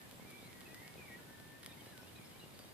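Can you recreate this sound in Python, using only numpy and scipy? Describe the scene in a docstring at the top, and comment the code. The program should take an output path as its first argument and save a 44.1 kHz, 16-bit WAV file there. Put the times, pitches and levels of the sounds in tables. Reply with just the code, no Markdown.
"""A quiet garden with a small bonfire, a few metres from two spaced microphones.
The wood crackles as sharp clicks that ring briefly; the flames flap as low pushes of a few cycles.
One songbird whistles ahead, another to the side, and small birds twitter far off: all wavering sines.
Filtered noise makes the distant country rumble and the microphone hiss behind them."""
import sys
import numpy as np
from scipy import signal
from scipy.fft import rfft, irfft, next_fast_len
from scipy.io import wavfile

SR = 44100
rng = np.random.default_rng(int(sys.argv[2]) if len(sys.argv) > 2 else 0)


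def put_to_file(sound):
    """Save the sound as 16-bit audio at rate SR, in the file named by the first command-line argument."""
    columns = np.atleast_2d(sound).T  # one column per channel
    safe = np.clip(columns, -1, 1)
    whole_steps = np.round(safe * 32767)
    wavfile.write(sys.argv[1], SR, whole_steps.astype(np.int16))


def rack_gain(trim_db):
    """Turn a fader trim in dB into the linear factor to multiply a signal by."""
    fader = np.asarray(trim_db, float)
    return 10 ** (fader / 20)


N = 120393  # length in samples

# rumble, leaves and hiss, shape of the spectrum: (f/Hz, relative level per Hz/dB)
AIR_SPECTRUM = [(35, -38), (60, -8.5), (97, -1.5), (147, -1.5), (450, -9), (517, -3.5), (593, -13.5),
                (817, -11), (1290, -17), (1740, -16), (3880, -19.5), (5340, -24.5), (5990, -26),
                (9690, -22.5), (14300, -23.5)]
# overall loudness of the air: (t/s, rms level/dB)
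AIR_LOUDNESS = [(0.0, -55.5), (0.22, -55.5), (1.08, -55), (1.56, -57), (1.75, -55.5), (2.73, -56)]
# how alike the air is at left and right: (f/Hz, likeness, 1 = the same)
AIR_LIKENESS = [(25, 0.27), (60, 0.77), (200, 0.12), (700, 0.12), (1500, 0.015), (5000, 0.015),
                (15000, .02)]
AIR_FLICKER_DB = 0.24

# notes of the bird to the side: (start t/s, length/s, from f/Hz, to f/Hz, level/dB)
SIDE_NOTES = [(0., 0.065, 1810, 1715, -65), (0.38, .1, 3385, 4200, -69), (0.819, 0.05, 1875, 1800, -63),
              (0.987, 0.039, 2570, 1324, -63), (1, 0.028, 1900, 1880, -78)]
# twitters of far birds: (start t/s, length/s, from f/Hz, to f/Hz, level/dB, left minus right/dB)
TWITTERS = [(0.205, 0.05, 2243, 2084, -73, -14), (0.656, 0.023, 2690, 2510, -62.5, -5),
            (0.696, 0.042, 2520, 2510, -71.5, 3), (1.185, 0.056, 1456, 1460, -70, 6),
            (1.272, 0.048, 1500, 1555, -72, 10), (1.365, 0.056, 1490, 1536, -72, 9),
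            (1.69, .055, 2370, 2406, -71.5, 0), (1.722, .02, 2560, 2680, -68, 4),
            (1.687, 0.04, 3880, 3610, -68, -8), (1.771, 0.046, 2124, 2237, -66.5, 1),
            (1.795, 0.0257, 3256, 3030, -63, -2.), (1.847, 0.087, 2890, 2870, -74, -3),
            (1.87, .06, 4050, 4120, -76, -14), (2.01, 0.025, 5240, 5500, -67.5, 1),
            (2.03, 0.03, 2550, 2610, -71.5, -3), (2.064, 0.037, 2750, 2950, -69, -6),
            (2.079, .012, 3520, 3700, -68, 0), (0.147, 0.043, 7550, 7800, -70, 2),
            (2.154, 0.0175, 3750, 3980, -65, -1.), (2.243, 0.031, 5100, 5520, -69.5, 5),
            (2.325, 0.019, 2940, 3080, -69, -2), (2.394, 0.014, 3850, 4070, -58.5, -1.),
            (2.408, 0.045, 2867, 2885, -64, -4), (2.545, 0.027, 4550, 4660, -69, 2.),
            (2.588, 0.046, 4730, 4690, -66.5, 0), (2.539, .04, 3800, 3780, -79, -10),
            (2.651, 0.02, 3770, 3810, -71, -11), (2.69, 0.033, 4700, 4800, -73, 1)]
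# whistled phrases of the bird ahead, one list a note: (t/s, f/Hz, level/dB)
# at times both halves of its voice box sound together
SONG = [
    [(0.26, 2298, -56), (0.266, 2369, -64.5), (0.312, 2305, -63.5), (0.333, 2270, -62.5),
     (0.355, 2342, -62), (0.406, 2325, -67), (0.46, 2200, -68), (0.5, 2080, -69), (0.525, 1996, -64)],
    [(0.53, 1928, -69), (0.62, 1924, -69.5), (0.644, 1810, -68), (0.65, 1813, -75)],
    [(0.68, 1921, -63), (0.696, 1899, -67.5), (0.745, 2002, -66), (0.79, 2022, -65), (0.83, 2140, -66.5),
     (0.878, 2210, -61.5), (0.92, 2190, -72), (0.96, 2176, -65)],
    [(0.97, 2560, -75), (0.98, 2520, -63.5), (1.02, 2380, -60.5), (1.06, 2290, -62), (1.08, 2074, -68),
     (1.105, 1904, -60.5), (1.16, 1910, -54.5), (1.17, 1960, -69), (1.185, 2020, -68)],
    [(1.075, 2257, -63), (1.12, 2194, -63), (1.165, 2280, -69)],
    [(1.19, 1732, -59), (1.196, 1727, -70), (1.24, 1772, -66)],
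    [(1.28, 1764, -70), (1.35, 1796, -64), (1.368, 1783, -87), (1.385, 1770, -66), (1.436, 1767, -65.5),
     (1.498, 1784, -69), (1.535, 1777, -65), (1.58, 1793, -69), (1.6, 1810, -84), (1.62, 1856, -68),
     (1.668, 1858, -65.5), (1.73, 1815, -72)],
    [(1.87, 1730, -69.5), (1.91, 1808, -75), (1.924, 1746, -64), (1.96, 1517, -69), (2.008, 1487, -64.5),
     (2.03, 1480, -81)],
    [(2.15, 2495, -74), (2.162, 2473, -66), (2.182, 2505, -64), (2.205, 2300, -71), (2.25, 2166, -77),
     (2.3, 2150, -74), (2.335, 2180, -78), (2.36, 2350, -71), (2.385, 2420, -77)],
    [(.46, 2317, -74), (.6, 2150, -74)],
    [(.74, 1870, -62.5), (.8, 1950, -68.5), (.91, 1880, -68)],
    [(.8, 1800, -71), (.87, 1794, -82)],
    [(1., 2510, -65), (1.07, 2380, -74)],
    [(1.075, 2300, -61.5), (1.165, 2340, -70)],
    [(2.2, 2430, -72), (2.27, 2360, -75)],
]
# where each note of the bird ahead sits: (left minus right/dB)
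SONG_PAN_DB = [-1, 0, -3, 1.5, -1, -4, 3, 6.5, 5, 3, 0, 0, -6, 5, 4]
# how much later the left microphone hears each source; negative means the right is later
SIDE_LAG_S, TWITTER_LAG_S, SONG_LAG_S, FIRE_LAG_S = -0.0002, .00004, .00003, .00007
NOTE_EDGE_S = 0.0033  # soft start and end of a note
PITCH_WAVER, FAR_WAVER, WAVER_HZ = .005, .012, 110.  # waver as a share of the pitch, and its rate
THROB_DB, THROB_HZ = 1.5, 70.  # quick level waver of each note
FADING_DB, FADING_HZ = 2., 50.  # level waver at each microphone
GARDEN_T60_S, GARDEN_DB = 0.3, -7.  # time for the echoes to fall by 60 dB, and their strength

# sharp cracks of the wood:
# (t/s, strike level at 4 kHz/dB, brightness/dB per octave, left minus right at 4 kHz/dB)
CRACKS = [(0.016, -45, 1, -13), (0.1122, -35.5, 2.5, -10), (0.3033, -40, -1, 0), (0.3073, -44, 8, -10),
          (0.3127, -39, 0, -4), (.53, -39.5, -8, -6), (.6072, -37, -3, -1), (0.6148, -38.5, -6, -6),
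          (0.7454, -31, -1.5, 0), (0.8788, -34, -2, -5), (0.9407, -38, -5, -1.), (1.3998, -41, 0, -5),
          (1.6306, -38, 0, -5.), (1.6329, -37, -2, -6), (1.6356, -37, -7, -4), (1.6464, -41, -1, 9),
          (1.6475, -40, -6, -1), (1.662, -27, 1.5, -4.8), (1.862, -38, 1, -8), (1.978, -36, 1, -7),
          (2.5912, -36.5, 4, -8.5)]
# the fibres tear on after a crack: (mean delay/s, level against the crack/dB)
SPLINTERS = [(.0005, -8.), (.0015, -13.), (.004, -15.), (.009, -21.)]
# what a crack rings with: (f/Hz, level/dB, time to fall by 60 dB/s)
EMBER_MODES = [(1800, -20.5, 0.0018), (2120, -23, 0.003), (3630, -11, 0.0026), (4800, -15, 0.0031),
               (8130, -19.5, 0.0045), (10030, -13.5, 0.0018), (13200, -17, 0.0015)]
CRACK_COLOUR_DB = 1.5  # chance spread of the strike from mode to mode
MODE_STAGGER_S = .0001  # the modes start spread over about this time
CRACK_LOW_HZ = 1300.  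# a splinter is too small to radiate bass
LEFT_BRIGHTER_DB = 12  # left minus right, per octave above 4 kHz
GROUND_ECHO_S, GROUND_ECHO_DB = .0006, -21.5
CRACK_ECHO_DB = -4.  # added to the garden's own echo strength
TICKS_PER_S = 300.  # before the rate swings
TICK_DB, TICK_SPREAD_DB = -54, 3.  # smallest tick strike, and spread above it

# dull flaps of the flames: (t/s, push strength/dB, f/Hz, sharpness/dB, left minus right/dB)
FLAPS = [(0.125, -43, 218, -0.5, -6), (0.159, -65, 151, 0.1, 1), (0.194, -38.5, 237, 2, -1),
         (0.222, -42.5, 312, -2, 8), (0.249, -38.5, 292, -4.5, -2), (0.283, -52, 204, -2, 3),
         (0.386, -44, 180, 2.5, -4), (0.425, -38.5, 190, -1.5, -2), (0.489, -54, 347, -2, 1.5),
         (0.679, -50, 150, -1, -6), (0.816, -41, 365, -2, -3), (0.86, -52.5, 242, 9, 2.5),
         (0.954, -43, 220, 4, 2), (0.977, -44.5, 170, 4.5, -2), (0.994, -41.5, 305, 0, 4),
         (1.051, -54.5, 159, 10, 3), (1.1, -38.5, 280, -5, -2), (1.158, -42, 322, 0, 2),
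         (1.212, -49.5, 296, 1.5, 7), (1.266, -65, 239, -6, 0), (1.305, -48, 245, 6.5, -4),
         (1.398, -44.5, 190, 2, 7), (1.675, -51, 218, 2, -23), (1.712, -41.5, 313, -3, -1),
         (1.818, -43, 318, -3, 7), (1.867, -40, 450, -13, 3), (1.921, -43.5, 205, -1, 0.5),
         (1.979, -44.5, 250, 1, -6), (2.029, -43, 280, 3.5, 3), (2.165, -60, 258, -17, -1),
         (2.192, -36, 182, -6.5, -1), (2.435, -47.5, 146, 7.5, 0), (2.458, -46.5, 234, 7, 3),
         (2.597, -48, 157, 6.5, 3), (2.643, -61, 306, 18.5, 2.0)]
# sharper, higher part that follows the start of a flap:
# (multiple of its pitch, level before sharpness/dB)
FLAP_SNAP = [(2.1, 0.5), (3.6, -39)]
FLAP_SNAP_S = 0.002956  # delay of this part
FLAP_CYCLES = 2.16  # cycles in which one ringing falls by 60 dB
FLUTTERS_PER_S = 120.  # before the rate swings
FLUTTER_DB, FLUTTER_SPREAD_DB = -66.5, 5  # rms before the flame band filter, and spread of sizes
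FLUTTER_HZ, FLAME_HZ = (124, 760), (170., 1500.)  # flutter pitches, band of all flame sound

MIC_LOW_HZ, MIC_HIGH_HZ = 61.7, 14970


def rms_one(x):
    """Scale to an rms of 1."""
    return x / np.sqrt(np.mean(x ** 2) + 1e-20)


def at_hz(points, hz):
    """Read a spectrum table, drawing straight lines on a log frequency scale."""
    table_hz, value = np.transpose(points)
    return np.interp(np.log(hz), np.log(table_hz), value)


def drift(rate_hz):
    """Smooth chance wandering with a spread of 1, made from slowed-down noise."""
    r = np.exp(-80 * np.pi * rate_hz / SR)  # computed at every 40th sample
    noise = rng.standard_normal(N // 40 + 2002)
    slow = signal.lfilter([1], [1, -2 * r, r * r], noise)[2000:]  # skip the settling
    return np.interp(np.arange(N) / 40, np.arange(len(slow)), rms_one(slow - slow.mean()))


def ring(clicks, hz, t60):
    """A resonance: a unit click starts a sine of height 1 that falls by 60 dB in t60 seconds."""
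    r, w = rack_gain(-60 / (t60 * SR)), 2 * np.pi * hz / SR
    return signal.lfilter([0, np.sin(w)], [1, -2 * r * np.cos(w), r * r], clicks + 1e-18)


def random_starts(per_s):
    """Chance events whose rate swings slowly up and down."""
    return rng.random(N) < per_s * rack_gain(3. * drift(6.)) / SR


def spaced(x, lag_s):
    """Sound takes time to travel: the left microphone hears it lag_s later than the right."""
    x, size = np.broadcast_to(x, (2, N)), next_fast_len(N + 64)
    half_shift = np.pi * np.fft.rfftfreq(size, 1 / SR) * lag_s * np.array([[1], [-1]])
    return irfft(rfft(x, size) * np.exp(-1j * half_shift), size)[:, :N]


def pan(db):
    """Left and right gains for a level difference in dB."""
    half = .5 * np.asarray(db)
    return rack_gain(np.array([half, -half]))


def whistle(s, hz, db, waver=PITCH_WAVER):
    """A near sine along a pitch and level curve, with soft edges and a slight waver."""
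    t = np.arange(N) / SR
    edge = np.clip(np.minimum(t - s[0], s[-1] - t) / NOTE_EDGE_S + .5, 0, 1)
    pitch = np.interp(t, s, hz) * (1 + waver * drift(WAVER_HZ))
    level = rack_gain(np.interp(t, s, db) + THROB_DB * drift(THROB_HZ))
    return np.sqrt(2) * level * edge * np.sin(2 * np.pi * np.cumsum(pitch) / SR)


def garden(x):
    """Scattered echoes from hedges and sheds: fading noise, different at each microphone."""
    t = np.arange(int(.4 * SR)) / SR
    tail = rng.standard_normal((2, len(t))) * rack_gain(-60 * t / GARDEN_T60_S)
    tail = tail * (t > .004)  # no echo arrives at once
    tail = tail / np.sqrt((tail ** 2).sum(axis=1, keepdims=True))
    return rack_gain(GARDEN_DB) * signal.fftconvolve(x, tail, axes=1)[:, :N]


def air():
    """Third-octave bands of stereo noise, each with its own level, flicker and likeness."""
    out, together = 0, drift(3.)
    edges = 20 * 2 ** (np.arange(30) / 3)
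    white = rng.standard_normal((2, 2, N))
    for k, (low, high) in enumerate(zip(edges, edges[1:])):
        band = signal.butter(2, [low, high], "band", fs=SR, output="sos")
        mid, side = signal.sosfilt(band, white[k % 2])  # neighbouring bands use different noise
        hz = np.sqrt(low * high)
        alike = np.clip(at_hz(AIR_LIKENESS, hz), -1, 1)
        flicker_db = AIR_FLICKER_DB * (0.09 * together + drift(6.9))
        gain = rack_gain(at_hz(AIR_SPECTRUM, np.clip(hz, 60, 14300)) + flicker_db)
        out = out + gain * (np.sqrt(1 + alike) * mid + np.sqrt(1 - alike) * side * [[1], [-1]])
    s, db = np.transpose(AIR_LOUDNESS)
    return rack_gain(np.interp(np.arange(N) / SR, s, db)) * rms_one(out)


def bird_to_the_side():
    """Short whistles, each gliding straight from one pitch to another."""
    notes = sum(whistle([s, s + d], [a, b], [db, db]) for s, d, a, b, db in SIDE_NOTES)
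    return spaced(notes, SIDE_LAG_S)


def crackle():
    """Cracks and a random rain of small ticks strike the ember modes, then bounce off the ground."""
    s, db, tilt_db, pan_db = np.transpose(CRACKS)
    at = (s * SR).astype(int)
    colour = rng.standard_normal((len(s), len(EMBER_MODES)))
    tear = rng.random((len(s), len(SPLINTERS)))
    starts = random_starts(TICKS_PER_S)
    ticks = starts * rack_gain(TICK_DB + TICK_SPREAD_DB * np.minimum(rng.exponential(1, N), 3))
    out = 0
    for k, (hz, mode_db, t60) in enumerate(EMBER_MODES):
        clicks = np.tile(ticks * rack_gain(CRACK_COLOUR_DB * rng.standard_normal(N)), (2, 1))
        octaves = np.log2(hz / 4000)
        strike = rack_gain(db + tilt_db * octaves + CRACK_COLOUR_DB * colour[:, k])
        clicks[:, at] = pan(pan_db + LEFT_BRIGHTER_DB * octaves) * strike
        for j, (delay, splinter_db) in enumerate(SPLINTERS):
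            later = at + (2 * delay * tear[:, j] * SR).astype(int) + 1
            spread_db = 2 * CRACK_COLOUR_DB * rng.standard_normal(len(s))
            clicks[:, later] = clicks[:, at] * rack_gain(splinter_db + spread_db)
        # the modes do not all start together
        clicks = np.roll(clicks, int(MODE_STAGGER_S * SR * k / len(EMBER_MODES)), axis=1)
        out = out - rack_gain(mode_db) * ring(clicks, hz, t60)
    out = signal.sosfilt(signal.butter(3, CRACK_LOW_HZ, "high", fs=SR, output="sos"), out)
    lag = int(GROUND_ECHO_S * SR)
    out = out + rack_gain(GROUND_ECHO_DB) * np.pad(out, ((0, 0), (lag, 0)))[:, :N]
    return out + rack_gain(CRACK_ECHO_DB) * garden(out)


def flutters():
    """Small random pushes of the flames, shared out among ten low resonances."""
    sizes = rack_gain(FLUTTER_SPREAD_DB * np.minimum(rng.exponential(1, N), 4)) * rng.choice([-1, 1], N)
    pushes = sizes * random_starts(FLUTTERS_PER_S)
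    dealt = rng.integers(0, 10, N)
    small = 0
    for k, hz in enumerate(np.geomspace(*FLUTTER_HZ, num=10)):
        small = small + ring(pushes * (dealt == k), hz, FLAP_CYCLES / hz)
    small = signal.sosfilt(signal.butter(2, FLUTTER_HZ[1], fs=SR, output="sos"), small)
    return rack_gain(FLUTTER_DB) * rms_one(small)


def flaps():
    """Each flap is a low push of a few cycles, followed by a sharper, higher part."""
    out = np.zeros((2, N))
    for s, db, hz, sharp_db, pan_db in FLAPS:
        click = np.zeros(N)
        click[int(s * SR)] = rack_gain(db)
        t60 = FLAP_CYCLES / hz
        # ringing twice over makes the push swell softly
        push = ring(ring(click, hz, t60), hz, t60) * hz / SR * 10
        snap_click = np.roll(click, int(FLAP_SNAP_S * SR))
        for multiple, snap_db in FLAP_SNAP:
            snap = ring(snap_click, hz * multiple, t60 / multiple)
            push = push + rack_gain(snap_db + sharp_db) * snap
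        out = out + pan(pan_db)[:, None] * push
    return out


def flames():
    """Flutters and flaps together, kept to the low band of flame sound."""
    band = signal.butter(2, FLAME_HZ, "band", fs=SR, output="sos")
    return signal.sosfilt(band, flutters() + flaps())


def far_twitters():
    """Short gliding whistles from many places, with a stronger pitch waver."""
    out = 0
    for s, d, a, b, db, pan_db in TWITTERS:
        out = out + pan(pan_db)[:, None] * whistle([s, s + d], [a, b], [db, db], FAR_WAVER)
    return spaced(out, TWITTER_LAG_S)


def bird_ahead():
    """Whistled phrases: each note is a sine that follows its own pitch and level curve."""
    out = 0
    for note, pan_db in zip(SONG, SONG_PAN_DB):
        out = out + pan(pan_db)[:, None] * whistle(*np.transpose(note))
    return spaced(out, SONG_LAG_S)


def birds():
    """All singers with echoes; leaves on the path make all but the side bird waver in level."""
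    ahead, side, far = bird_ahead(), bird_to_the_side(), far_twitters()
    fading = rack_gain(FADING_DB * np.array([drift(FADING_HZ), drift(FADING_HZ)]))
    direct = fading * (ahead + far) + side
    return direct + garden(direct)


def scene():
    """Fire in front, birds around, air behind."""
    return spaced(crackle() + flames(), FIRE_LAG_S) + birds() + air()


def top_cut(x):
    """Nothing passes above the cut-off."""
    return signal.sosfilt(signal.butter(12, 15680, fs=SR, output="sos"), x)


def record(dry):
    """The microphones cut the deep bass and the top."""
    low = signal.butter(2, MIC_LOW_HZ, "high", fs=SR, output="sos")
    top = signal.cheby2(10, 30, MIC_HIGH_HZ, fs=SR, output="sos")
    mix = signal.sosfilt(np.vstack([low, top]), dry)
    return top_cut(mix)


dry = scene()
out = record(dry)
put_to_file(out)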